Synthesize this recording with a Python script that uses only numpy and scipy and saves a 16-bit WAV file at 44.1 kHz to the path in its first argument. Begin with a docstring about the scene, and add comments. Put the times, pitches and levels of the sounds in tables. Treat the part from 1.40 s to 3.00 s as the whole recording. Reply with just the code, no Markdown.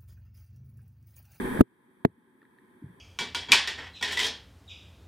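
"""Knocks on a camera under a pond

A camera in a waterproof housing is held under the surface, its two microphones inside the case.
Right at the microphones a hand rubs the case and knocks it twice. The first knock overloads the
recorder, whose limiter ducks the hollow hiss of the housing and lets it creep back.
A few faint bubble ticks and a soft low gurgle follow in the water close by."""
import sys
import numpy as np
from scipy import signal
from scipy.fft import rfft, irfft
from scipy.io import wavfile

SR = 44100
rng = np.random.default_rng(int(sys.argv[2]) if len(sys.argv) > 2 else 0)


def wrap_up_sound(samples):
    """Save the sound to the file named by the first command line argument, as 16-bit audio."""
    columns = np.atleast_2d(samples).T
    # keep every value between -1 and 1, then stretch to whole-number steps
    tamed = np.clip(columns, -1, 1)
    steps = np.round(tamed * 32767).astype(np.int16)
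    wavfile.write(sys.argv[1], SR, steps)


N = 70560
T, HZ = np.arange(N) / SR, np.fft.rfftfreq(N, 1 / SR)

# hiss inside the housing (frequency [Hz], relative centre level [dB], relative side level [dB])
HISS_SPECTRUM = [(30, -30, -44), (85, -15, -25), (150, -7.5, -11.5), (222.2, -1.5, -9.5), (403, -6, -15.5),
                 (480, -13, -13.5), (620, -24.5, -22.5), (818, -22, -24), (833, -10.5, -12.5),
                 (1134, -19, -16), (1350, -19.5, -24), (1340, -25, -27.5), (1624, -14, -15),
                 (2040, -17, -17), (2250, -23, -22.5), (2887, -40, -38), (3060, -22.5, -26.5),
                 (4400, -39, -43), (7400, -45.5, -46.5), (8500, -29.5, -38.5), (8330, -19.5, -31.5),
                 (8700, -42, -39.5), (10600, -28, -38), (11000, -39.5, -44.5), (14300, -37, -40.5),
                 (15800, -53, -56)]
# narrow bands in the hiss: resonances that make it hollow, and a faint whine near 1 kHz (frequency [Hz], half-
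# width [Hz], level [dB])
HISS_BANDS = [(210, 26, -44.5), (258.2, 13, -42), (369.6, 10, -41.5), (1020, 46, -49.5), (1640, 130, -51)]
# water rumbling as it settles (time [s], level [dB], rise time [s])
SLOSH_EVENTS = [(0.65, -14.5, 0.016), (1.446, -30, 0.035)]
# colour of that rumble (frequency [Hz], relative level [dB])
SLOSH_SPECTRUM = [(25, -32), (60, -10), (110, 1), (200, -3), (300, -10), (600, -28), (2000, -68)]
# water gulping at the case (time [s], level [dB], pitch [Hz], rise time [s])
GULP_EVENTS = [(0.776, -20.5, 245, 0.0063), (1.027, -23.5, 306, 0.0019), (1.4216, -13.5, 278, 0.0044),
               (1.432, -20.5, 291.6, 0.0064), (1.439, -6.5, 142, 0.0051), (1.459, -14.5, 124, 0.0062),
               (1.498, -24, 176, 0.0098)]
# small bubbles (time [s], level [dB], pitch [Hz], rise time [s])
BUBBLE_EVENTS = [(0.861, -38, 1692, .001), (1.0169, -22, 1798, 0.0019), (1.029, -22.5, 1245, 0.00094),
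                 (1.052, -21.5, 1820, 0.0011), (1.185, -21, 1800, 0.0019), (1.249, -36, 1930, .001)]
# hand rubbing the case (frequency [Hz], relative level [dB])
RUB_SPECTRUM = [(25, 3.5), (80, -6), (150, -5.5), (270, 0.5), (430, -1.5), (620, -7), (1000, -22.5),
                (1300, -20.5), (1650, -6.5), (2300, -23), (5000, -49), (12000, -44.5)]
# modes of the case (frequency [Hz], relative left level [dB], relative right level [dB], t60 [s])
CASE_MODES = [(120, -30.5, -26, .07), (170, -13, -0.5, .03), (241, 4, -1, 0.026), (340, -19, -15.5, .055),
              (415, -2.5, -14.5, 0.036), (660, -4, 4.5, 0.013), (854, -3.5, -3.5, 0.013),
              (1130, -0.5, 0, .009), (1600, -4.5, -8.5, .008), (2550, -23.5, -19.5, .006),
              (3172, -18, -16, .02)]
# gritty edge of a contact (frequency [Hz], relative level [dB])
GRIT_SPECTRUM = [(1000, 12.5), (4400, -0.5), (5500, -7), (7500, -6), (11000, 1), (16000, -1)]
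# light touches and two hard double contacts on the case
# (time [s], level before the limiter [dB], contact time [s], left lag [s], relative grit level [dB])
CONTACTS = [(0.0485, -24.5, 0.00066, 0.00012, -39.5), (0.1923, -14.5, .0005, 0.00084, -33),
            (0.2066, 0.5, 0.00061, 0.00063, -28), (0.2105, 33.5, 0.00023, 0.00061, -22.5),
            (0.6478, 14.5, 0.00014, 0.0011, -34), (0.6506, 35, 0.00014, 0.000444, -30.5)]
# narrow dips in the recorder's response (frequency [Hz], width [Hz])
RECORDER_NOTCHES = [(2048, 120), (3020, 220), (4096, 120), (5200, 350), (6144, 140)]


def amp(db):
    """Decibels to gain."""
    return 10 ** (np.asarray(db) / 20)


def unit(x):
    """Scales to rms 1."""
    return x / np.sqrt(np.mean(x ** 2) + 1e-20)


def filtered_noise(gain):
    """Noise of rms 1, shaped by a gain at each frequency."""
    return unit(irfft(rfft(rng.standard_normal(N)) * gain, N))


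def noise(hz, db):
    """Noise of rms 1 whose spectrum follows the given points."""
    return filtered_noise(amp(np.interp(np.log(HZ + 1), np.log(hz), db)))


def delay(x, seconds):
    """Delays a sound, by fractions of a sample too."""
    return irfft(rfft(x) * np.exp(-2j * np.pi * HZ * seconds), N)


def swell(start, rise_s):
    """Rises to 1 in rise_s, then dies away."""
    u = np.maximum(T - start, 0) / rise_s
    return u * np.exp(1 - u)


def air_pocket(start, db, hz, rise_s):
    """A few cycles of a pocket of air pulsing under water."""
    return amp(db) * swell(start, rise_s) ** 2 * np.sin(2 * np.pi * hz * (T - start))


def housing_hiss():
    """Steady stereo noise, coloured by the air around the microphones."""
    hz, centre_db, side_db = np.transpose(HISS_SPECTRUM)
    centre = amp(-36) * noise(hz, centre_db)
    side = amp(-39.5) * noise(hz, side_db)
    return np.array([centre + side, centre - side])


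def narrow_bands():
    """Narrow bands stand out of the hiss: most make it sound hollow, and one near 1 kHz is a faint steady
    whine."""
    return sum(amp(db) * filtered_noise(1 / (1 + ((HZ - hz) / half_width) ** 2))
               for hz, half_width, db in HISS_BANDS)


def slosh():
    """Disturbed water rumbles briefly against the case."""
    envelope = sum(amp(db) * swell(start, rise_s) for start, db, rise_s in SLOSH_EVENTS)
    return envelope * noise(*np.transpose(SLOSH_SPECTRUM))


def gulps():
    """Pockets of air pulse at the case in a soft, low gurgle."""
    return sum(air_pocket(*gulp) for gulp in GULP_EVENTS)


def bubble_ticks(snap_db=-17.5, snap_rise_s=0.00077):
    """Tiny bubbles each start with a soft snap and ring briefly."""
    snap = noise(hz=[1000, 1917.5, 3835, 6000], db=[-30, -3, -2, -30])
    return sum(air_pocket(start, db, hz, rise_s) + amp(db + snap_db) * swell(start, snap_rise_s) * snap
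               for start, db, hz, rise_s in BUBBLE_EVENTS)


def hand_rub(level_db=-35, flutter_db=4.5, end_s=0.21, release_s=0.013):
    """A hand scuffs the case, low and uneven, and stops at the first hard knock."""
    flutter = filtered_noise(HZ < 60)
    scuff = unit(noise(*np.transpose(RUB_SPECTRUM)) * amp(flutter_db * flutter))
    fade = np.clip(1 - (T - end_s) / release_s, 0, 1)
    rub = amp(level_db) * scuff * fade
    return np.array([delay(rub, seconds=0.0005), rub])


def case_knocks(grit_delay_s=0.0008, grit_half_length_s=0.0008):
    """Each contact cracks and rings the damped modes of the case; longer contacts are duller."""
    t, out = T[:8192], np.zeros((2, N))
    displacement = sum(amp(np.array([[left], [right]]) - 60 * t / t60) * np.sin(2 * np.pi * hz * t) / hz
                       for hz, left, right, t60 in CASE_MODES)
    ring = np.diff(displacement, axis=1)
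    grit = np.array([noise(*np.transpose(GRIT_SPECTRUM)) for side in range(2)])
    for start, db, contact_s, lag_s, grit_db in CONTACTS:
        force = swell(start, contact_s)
        blow = signal.fftconvolve(force[None], ring, axes=1)[:, :N]
        burst = np.exp(-((T - start - grit_delay_s) / grit_half_length_s) ** 2)
        left, right = blow / abs(blow).max() + amp(grit_db) * burst * grit
        out -= amp(db) * np.array([delay(left, lag_s), right])
    return out


def scene():
    """Everything that reaches the two microphones; the water sounds sit in the centre."""
    housing = case_knocks() + hand_rub() + housing_hiss() + narrow_bands()
    return housing + bubble_ticks() + gulps() + slosh()


def limiter(x, ceiling_db=0.5, attack_s=0.00022, recover_s=2.85, lookahead_s=0.00067):
    """A peak over the ceiling ducks both channels at once; the gain then creeps back."""
    over_db = np.maximum(20 * np.log10(abs(x).max(0) + 1e-9) - ceiling_db, 0)
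    recovery = np.exp(-T / recover_s)
    held_db = np.maximum.accumulate(over_db / recovery) * recovery
    early_db = np.interp(T + lookahead_s, T, held_db)
    pole = np.exp(-1 / (attack_s * SR))
    duck_db = signal.lfilter([1 - pole], [1, -pole], early_db)
    return x * amp(-duck_db)


def record(dry, low_cut_hz=25, band_limit_hz=16300):
    """The camera's recorder: limiter, soft overload, low cut, narrow notches and band limit."""
    x = limiter(dry)
    x = x / (1 + x ** 6) ** (1 / 6)  # rounds off peaks that get past the limiter
    x = signal.lfilter(*signal.butter(1, low_cut_hz, "high", fs=SR), x)
    for hz, width in RECORDER_NOTCHES:
        x = signal.lfilter(*signal.iirnotch(hz, hz / width, SR), x)
    low_pass = signal.firwin(301, band_limit_hz, window=("kaiser", 9), fs=SR)
    return signal.oaconvolve(x, low_pass[None], "same")


dry = scene()
out = record(dry)
wrap_up_sound(out)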